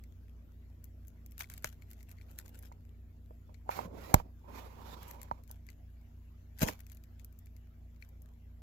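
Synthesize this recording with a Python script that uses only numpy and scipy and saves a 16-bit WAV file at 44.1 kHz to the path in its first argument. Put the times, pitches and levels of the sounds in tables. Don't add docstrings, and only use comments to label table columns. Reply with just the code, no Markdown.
import sys
import numpy as np
from scipy import signal
from scipy.fft import rfft, irfft, next_fast_len
from scipy.io import wavfile
from scipy.ndimage import uniform_filter1d, map_coordinates

SR = 44100
rng = np.random.default_rng(int(sys.argv[2]) if len(sys.argv) > 2 else 0)


def generate_wav(signal):
    frames = np.transpose(np.atleast_2d(signal))
    scaled = np.clip(frames, -1, 1) * 32767
    pcm = np.round(scaled).astype(np.int16)
    wavfile.write(sys.argv[1], SR, pcm)


N = 380141

# pitch_hz, pan_db
HISS_SPECTRUM = [(400, -32.5), (640, -4), (800, -12), (2290, -14.5), (3770, -21), (7500, -26),
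                 (8300, -41.5), (10200, -36), (11400, -24), (13100, -20), (15700, -27.5), (16600, -45.5)]
HISS_PAN = [(700, -8), (1300, -4.5), (2400, 4), (4400, 0.5), (8000, 15.5), (15000, 9)]

# multiple, level_db (rms)
SHAFT_TONES = [(1, -67.5), (2, -54), (3, -58), (4, -82), (5, -71), (8, -69), (10, -84.5)]
# pitch_hz, level_db (rms)
OTHER_TONES = [(61.5, -66), (64.5, -71.5), (77.4, -77.5), (90.7, -71.5), (120, -79.5)]
# pitch_hz, likeness (0-1)
RUMBLE_SPECTRUM = [(18, -50), (30, -7.5), (55, 1), (90, 9.5), (130, -3), (250, -6), (400, -12.5),
                   (640, -21.5), (1200, -48)]
RUMBLE_LIKENESS = [(60, 0.756), (290, 0.94), (700, 0.18), (1500, .1)]
SHAFT_HZ = 29.228

# start_s, level_db (before the modes' own), pitch_hz (favoured by the spot), pan_db
TAPS = [(1.407, -37.5, 1410, -7), (1.6445, -31, 600, -3), (2.717, -50.5, 860, -9), (3.308, -41.5, 500, -4),
        (3.493, -53.5, 560, -16), (3.692, -24.5, 940, -5.5), (3.790, -28.5, 825, -9),
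        (3.853, -39.5, 180, 1), (4.1398, -24.5, 900, -8.5), (4.1425, -11.5, 990, -6.5),
        (4.1462, -20, 740, -4), (4.164, -40, 490, -10), (4.2004, -36.5, 1260, -11.5),
        (5.313, -27.5, 997, -9), (5.504, -49.5, 750, -5.5), (6.620, -22.5, 487, 0),
        (6.6293, -16, 472, -1.5), (6.689, -33, 680, -13)]
# pitch_hz, relative_db, t60_s
SHELL_MODES = [(178.9, 0.5, .12), (493, -7, 0.033), (620, -2.5, 0.036), (830, 4, 0.016), (943, 4.5, 0.027),
               (1155, 0, 0.01)]
# start_s, level_db (before decay and onset),
# pitch_hz (the swing starts at 1.36 times this and sinks towards 0.11 times), t60_s, pan_db
CAMERA_JOLTS = [(1.647, -41.5, 156, 0.13, 2), (4.1423, -9, 138, 0.046, -6.5), (4.1658, -30, 114, 0.15, -6),
                (5.314, -40.5, 261, 0.1, 0), (6.6167, -26, 180, 0.11, 2), (6.6303, -15.5, 219, 0.05, 2),
                (6.688, -35, 200, 0.037, -7)]

# time_s, scrape_db, hiss_db
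RUBS = [
    [(2.25, -73, -99), (2.4, -68, -99), (2.65, -70.5, -99), (2.8, -69, -99)],
    [(3.475, -92, -99), (3.495, -54.5, -99), (3.53, -69, -99)],
    [(3.65, -68, -99), (3.71, -54, -48), (3.8, -45.5, -50), (3.86, -53, -58.5), (3.89, -52.5, -83),
     (3.96, -51, -62), (4.06, -54.5, -54.5), (4.13, -49.5, -56.5), (4.16, -43.5, -51.5), (4.2, -53, -55),
     (4.235, -61.5, -75), (4.32, -76, -100)],
    [(4.4, -78.5, -97), (4.5, -55.5, -65), (4.56, -55, -53.5), (4.65, -54, -60), (4.72, -62, -65),
     (4.8, -55, -62.5), (4.92, -56.5, -53.5), (4.97, -56.5, -63.5), (5.03, -58.5, -56.5), (5.15, -59, -68),
     (5.26, -66.5, -69), (5.42, -70, -80)],
    [(6.6, -71, -89.5), (6.62, -37.5, -86.5), (6.672, -47, -71), (6.7, -49, -52), (6.8, -89, -79.5)],
    [(7.95, -85, -99), (8.2, -77, -99), (8.62, -79.5, -99)],
]
# pitch_hz, relative_db per Hz
SCRAPE_SPECTRUM = [(65, -31), (110, 0), (235, 3.5), (333, -2.5), (520, -0.5), (1000, -15), (1350, -27),
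                   (2400, -61)]
SKIN_SPECTRUM = [(440, -31.5), (750, -1.5), (1060, -1.5), (1690, -10), (2310, -12), (2700, -15.5),
                 (7400, -14.5), (8870, -28.5), (11500, -14.5), (14700, -15), (15900, -24.5), (16500, -43)]
# pitch_hz, pan_db
RUB_PAN = [(100, -2.5), (400, -9), (1300, -11), (4400, -11), (8000, -0.5), (15000, -6)]
# (time_s, pitch_hz)
HAND_HOLLOWS = [ (170, [(3.72, 800), (3.8, 770), (3.84, 570), (3.9, 450), (3.98, 600), (4.07, 480),
                (4.12, 720), (4.5, 560)]), (260, [(4.7, 948)])]
HOLLOW_LEVELS = [(-20, -24), (-16, -19), (-4, -14), (-14.5, -1.5), (-7, -9), (-24, -18)]
# time_s, pitch_hz
CUP_PATH = [(4.2, 2312), (4.7, 2390), (4.92, 3640), (5.1, 2330)]
CUP_WIDTH_HZ, CUP_DB = 800, 1

# start_s, level_db (of the rustle), hold_s
FLICKS = [(1.404, -49, 0.0091), (1.501, -63, 0.081), (1.652, -46.5, .004), (1.684, -70, 0.044),
          (1.818, -64.5, 0.0048), (1.897, -62.5, 0.023), (1.986, -68, .03), (2.09, -66.5, 0.028),
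          (2.19, -70.5, 0.031), (2.272, -69.5, 0.057), (2.382, -58.5, 0.016), (2.46, -63.5, 0.012),
          (2.542, -64.5, 0.022), (2.63, -63, 0.0271), (5.08, -64, 0.061), (5.495, -67.5, 0.046),
          (5.694, -67.5, 0.013), (6.572, -67.5, .015), (6.619, -40, 0.015), (6.68, -45.5, 0.0077),
          (6.734, -70.5, 0.021), (6.795, -63.5, 0.0075), (6.895, -69.5, 0.031), (7.2, -70.5, 0.012),
          (8.019, -66, 0.0085)]
# pitch_hz, pan_db
FOIL_SPECTRUM = [(410, -17), (700, 0), (1190, -5), (1510, 3), (2430, -3.5), (3040, -4), (4700, -8.5),
                 (7270, -7), (9340, -17), (11700, -2), (15200, -6.5), (16500, -30)]
FOIL_PAN = [(700, -3.5), (1300, -2.5), (2400, 8.5), (8000, 12.5), (15000, 1)]
FLICK_RISE_DB_PER_S, FLICK_FALL_DB_PER_S = 903, 431
DENSE_DB = -44

# start_s, level_db (before the band strengths), size (0 small - 1 large), pan_db
CRACKS = [(0.039, -54, 0.63, 2), (0.843, -47, 0, 10), (1.072, -59, 0.1, 12), (1.0824, -50, 0.1, 8),
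          (1.263, -48.5, 0.38, 6.5), (1.311, -58, 0, 5), (1.321, -54.5, 0.55, 12),
          (1.381, -41.5, 0.53, 6), (1.394, -39.5, 0.4, 2), (1.404, -39, 0, -2),
          (1.4085, -35.5, 0.91, 13.5), (1.4425, -48, 0.96, 5), (1.5007, -39.5, 0.64, 1.5),
          (1.5393, -40.5, 0.53, -2), (1.5798, -42, 0.55, 4), (1.6248, -53, 0.4, 1),
          (1.6454, -23, 0.79, 2.5), (1.822, -59, 0.99, 10), (1.905, -53, .4, 7),
          (1.914, -47.5, 0.43, 2), (1.9334, -49, 0.55, 2), (2.007, -63, 1, 7), (2.0301, -51, 0.54, 4),
          (2.115, -47, 0.54, 0), (2.1179, -53, 0.56, 3), (2.185, -62, 0.97, 10),
          (2.213, -55.5, 0.9, 5), (2.285, -67, .9, 4), (2.3143, -52, 0.4, 4), (2.3886, -33.5, 0.53, 3),
          (2.481, -50.5, 0.6, 5), (2.4933, -53, 0.4, 1), (2.591, -47.5, 0.15, -1),
          (2.627, -51.5, 0.45, 5), (2.7237, -57.5, 0.78, 9), (3.5441, -60.5, 0.89, 27),
          (3.6918, -50.5, 1, -14), (3.7144, -47, 0.94, 23), (3.7916, -47, 0.9, 7),
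          (4.1432, -12.5, 0.6, 6.5), (4.1475, -28.5, 0.5, 6), (5.031, -52, 0.46, 18),
          (5.085, -52, 0, 11), (5.1123, -41, 0.5, 7.5), (5.217, -42, 0.6, 4.5),
          (5.2318, -43.5, 0.47, 8.5), (5.3137, -50, 0.96, -7), (5.4379, -57.5, 0.57, 7.5),
          (5.478, -57, 0.55, 11.5), (5.514, -41.5, 0.17, 8), (5.6678, -55.5, 0.5, 10),
          (5.6894, -48.5, 1, 6), (5.703, -51, 0.6, 7.5), (6.5879, -50, 0.6, 16),
          (6.593, -41, 0.6, 8.5), (6.6205, -25.5, 0.8, 0), (6.627, -27.5, .35, -1),
          (6.6325, -28, .6, 11), (6.6867, -28, 0.93, 10.5), (6.8058, -49, 0.5, 12),
          (6.8674, -50.5, 0.57, 7.5), (6.8994, -53, 0.68, 10), (6.92, -49.5, 0.3, 8),
          (6.9491, -54.5, .1, 5), (6.9718, -54, 0.61, 10), (7.0388, -55.5, 0.61, 13),
          (7.1973, -57, 0.77, 18), (7.2475, -44.5, 0.1, 4.5), (7.327, -63.5, 0.45, 15.5),
          (7.3905, -52.5, 0, 6.5), (7.46, -57.5, 0.3, 10), (7.47, -60, 0.8, 7),
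          (7.5661, -61, 0.64, 18), (7.962, -66.5, 0.76, 9), (8.0252, -49, 0.98, 10.5),
          (8.0907, -59.5, 0.05, 10), (8.221, -56.5, 0.08, 10.5)]
# multiple (of the body pitch), level_db (over the room's answer, at size 1), t60_s
FACET_RING = [(1, 9.5, .024), (1.95, 8, .015)]
CRACK_BANDS = [20, 14.5, 21]
ROOM_FADES = [0.047, 0.06, 0.05]
# pitch_hz, gain_db
PORT_COLOUR = [(5400, -2), (7500, 4), (9200, -6.5), (11500, -2.5), (15600, -5), (16500, -13.5)]
SMALL_LOW_DB, LARGE_HIGH_DB, DULLING = -27, -20.5, 3.5
BODY_HZ, BODY_SINKS = 2226, 0.038
BODY_WIDTH, BODY_WIDENS = 1.15, 0.041

LEAD = 20
TOP_HZ = 16800


def amp(db):
    return 10 ** (np.asarray(db) / 20)


def unit(x):
    return x / np.sqrt(np.mean(x ** 2) + 1e-20)


def along(points, hz):
    f, v = np.transpose(points)
    return np.interp(np.log(hz + 1), np.log(f + 1), v)


def wobble(rate):
    knots = rng.standard_normal(int(N * rate / SR) + 4)
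    return map_coordinates(knots, [np.arange(N) * rate / SR])


def filtered(x, response):
    m = next_fast_len(N + SR // 4)
    return irfft(rfft(x, m) * response(np.fft.rfftfreq(m, 1 / SR)), m)[..., :N]


def sides(pan_db):
    return pan_db * np.array([[.5], [-.5]])


def coloured(pair, spectrum, pan):
    return unit(filtered(pair, lambda hz: amp(along(spectrum, hz) + sides(along(pan, hz)))))


def ports(shared, alike, lag):
    alike = np.clip(alike, 0, 1)
    both = np.array([shared, np.roll(shared, lag, axis=-1)])
    return np.sqrt(alike) * both + np.sqrt(1 - alike) * rng.standard_normal(both.shape)


def late(x):
    return np.pad(x, (LEAD, 0))[:len(x)]


def add(track, s, db, pan_db, sound):
    start = round(s * SR)
    part = track[..., start:start + sound.shape[-1]]
    part += amp(db + sides(pan_db)) * sound[..., :part.shape[-1]]


def patchy(pair, depth_db):
    z = signal.stft(pair, nperseg=512)[2]
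    field = uniform_filter1d(rng.standard_normal(z.shape[1:]), size=3, axis=0)
    field = uniform_filter1d(field, size=9, axis=1)
    return signal.istft(z * amp(depth_db * unit(field)), nperseg=512)[1][:, :N]


def spans(tables, column):
    out, t = np.full(N, -140.), np.arange(N) / SR
    for rows in map(np.array, tables):
        inside = (t >= rows[0, 0]) & (t <= rows[-1, 0])
        out[inside] = np.interp(t[inside], rows[:, 0], rows[:, column])
    return out


def moving(pair, width, path):
    hz, t, z = signal.stft(pair, SR, nperseg=512)
    centre, hz = np.interp(t, *np.transpose(path)), hz[:, None]
    damping = (hz * width) ** 2
    resonance = damping / ((centre ** 2 - hz ** 2) ** 2 + damping)
    return signal.istft(z * resonance, nperseg=512)[1][:, :N]


def steady_hiss():
    noise = patchy(rng.standard_normal((2, N)), depth_db=3.5)
    return amp(-75.5 + 0.6 * wobble(1.0)) * coloured(noise, HISS_SPECTRUM, HISS_PAN)


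def appliance():
    t = np.arange(N) / SR
    hum = np.zeros(N)
    for hz, db in [(k * SHAFT_HZ, db) for k, db in SHAFT_TONES] + OTHER_TONES:
        level = amp(db + 0.37 * wobble(1.0)) * np.sqrt(2)
        hum += level * np.sin(2 * np.pi * (hz * t + rng.random()))

    def mid_and_side(hz):
        turn = np.arccos(np.clip(along(RUMBLE_LIKENESS, hz), -1, 1)) / 2
        return amp(along(RUMBLE_SPECTRUM, hz)) * [np.cos(turn), np.sin(turn)]

    mid, side = filtered(rng.standard_normal((2, N)), mid_and_side)
    rumble = amp(-62 + 6.7 * wobble(0.13)) * unit(np.array([mid + side, mid - side]))
    return np.array([hum, np.roll(hum, 8)]) + rumble


def knocks():
    out, t = np.zeros((2, N)), np.arange(SR // 4) / SR
    for s, db, spot_hz, pan_db in TAPS:
        ring = np.zeros(len(t))
        for hz, level, t60 in SHELL_MODES:
            off_spot_db = 20 * np.log2(hz / spot_hz) ** 2
            mode_db = level + rng.normal(0, 0.73) - off_spot_db - 60 * t / t60
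            ring += amp(mode_db) * np.sin(2 * np.pi * hz * t)
        ring *= 1 - np.exp(-t / 0.00068)
        add(out, s - .0003, db, pan_db, np.array([-ring, late(-ring)]))
    return out


def jolts():
    out, t = np.zeros((2, N)), np.arange(SR // 4) / SR
    for s, db, hz, t60, pan_db in CAMERA_JOLTS:
        turns = hz * (0.11 * t + 0.87 * 0.0099 * (1 - np.exp(-t / 0.0069)))
        swing = amp(-60 * t / t60) * np.sin(2 * np.pi * turns) * (1 - np.exp(-t / 0.00061))
        add(out, s, db, pan_db, np.array([swing, late(swing)]))
    return out


def strokes():
    drag = amp(2.2 * wobble(70))
    scrape = patchy(drag * ports(rng.standard_normal(N), 0.5, LEAD), depth_db=2.5)
    scrape = coloured(scrape, SCRAPE_SPECTRUM, RUB_PAN)
    hiss = patchy(drag ** .8 * ports(rng.standard_normal(N), 0.079, LEAD), depth_db=2.5)
    hiss = coloured(hiss, SKIN_SPECTRUM, RUB_PAN)
    hiss = hiss + amp(CUP_DB) * moving(hiss, CUP_WIDTH_HZ, CUP_PATH)
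    out = amp(spans(RUBS, column=1)) * scrape + amp(spans(RUBS, column=2)) * hiss
    flat = [(1, 0)]
    rub = coloured(drag * ports(rng.standard_normal(N), 0.48, LEAD), flat, RUB_PAN)
    for (width, path), levels_db in zip(HAND_HOLLOWS, np.transpose(HOLLOW_LEVELS)):
        hollow = unit(moving(rub, width, path))
        raised = [np.add(rows, [0, db, 0]) for rows, db in zip(RUBS, levels_db)]
        out = out + amp(spans(raised, column=1)) * hollow
    return out


def crinkle(rate, bed):
    clumps = amp(3 * wobble(70))
    clicks = (rng.random(N) < rate * clumps / SR) * amp(3 * rng.standard_normal(N))
    crease = signal.windows.hann(round(0.002 * SR))
    envelope = unit(np.convolve(clicks, crease, "same")) + bed * clumps ** .5
    noise = ports(rng.standard_normal(N), 0.13, LEAD) * envelope
    return coloured(patchy(noise, depth_db=3.5), FOIL_SPECTRUM, FOIL_PAN)


def rustle():
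    t = np.arange(N) / SR
    flicks = np.zeros(N)
    for s, db, hold in FLICKS:
        rise_db = FLICK_RISE_DB_PER_S * np.maximum(s - t, 0)
        fall_db = FLICK_FALL_DB_PER_S * np.maximum(t - s - hold, 0)
        flicks += amp(db - rise_db - fall_db)
    effort = uniform_filter1d(flicks, size=SR // 25) / amp(DENSE_DB)
    shaken = crinkle(220, .5 + np.clip(effort, 0, 2.5))
    return flicks * shaken + amp(-88.5) * crinkle(5.9, 0)


def snaps():
    out, t = np.zeros((2, N)), np.arange(SR // 6) / SR
    swell = np.exp(-.5 * ((t - .002) / 0.00074) ** 2)
    for s, db, size, pan_db in CRACKS:
        size = np.clip(size, 0, 1)
        force_db = np.clip(db + 47.5, 0, 12)
        body_hz = BODY_HZ * 2 ** (-BODY_SINKS * force_db)
        spread = BODY_WIDTH + BODY_WIDENS * force_db
        low_hz = (body_hz / BODY_WIDTH, body_hz * spread)
        middle_hz = (5200 - 3000 * size, 8900 - 3300 * size ** 2)
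        bands = [signal.butter(2, hz, "bandpass", fs=SR, output="sos")
                 for hz in (low_hz, middle_hz, (11200, 14700))]

        low_db, high_db = SMALL_LOW_DB * (1 - size), LARGE_HIGH_DB * size ** DULLING
        middle_db = 10 * np.log10(max(1 - amp(2 * low_db) - amp(2 * high_db), .3))
        shares_db = np.add(CRACK_BANDS, (low_db, middle_db, high_db))

        crack = ports(rng.standard_normal(len(t)), 0.05, 0) * swell
        crack[1] = late(crack[1])
        wet_db = -14.0 - 0.4 * (db + 45.0)
        room = amp(wet_db) * (t > .002) * rng.standard_normal((2, len(t)))
        for band, share_db, t60 in zip(bands, shares_db, ROOM_FADES):
            part = signal.sosfilt(band, crack + room * amp(-60 * t / t60))
            part /= np.linalg.norm(part, axis=1, keepdims=True)
            add(out, s - .0024, db + share_db, pan_db, part)

        ring = np.zeros(len(t))
        for multiple, level, t60 in FACET_RING:
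            hz = multiple * body_hz * np.exp(rng.normal(0, .04))
            ring += size ** 3.7 * amp(level - 60 * t / t60) * np.sin(2 * np.pi * hz * t)
        add(out, s, db + wet_db, pan_db, ring[None])
    return filtered(out, lambda hz: amp(along(PORT_COLOUR, hz)))


def scene():
    background = steady_hiss() + appliance()
    handling = knocks() + jolts() + strokes()
    foil_and_edges = rustle() + snaps()
    return background + handling + foil_and_edges


def record(dry):
    rounded = dry / (1 + np.abs(dry / .97) ** 8) ** (1 / 8)
    return filtered(rounded, lambda hz: hz < TOP_HZ)


dry = scene()
out = record(dry)
generate_wav(out)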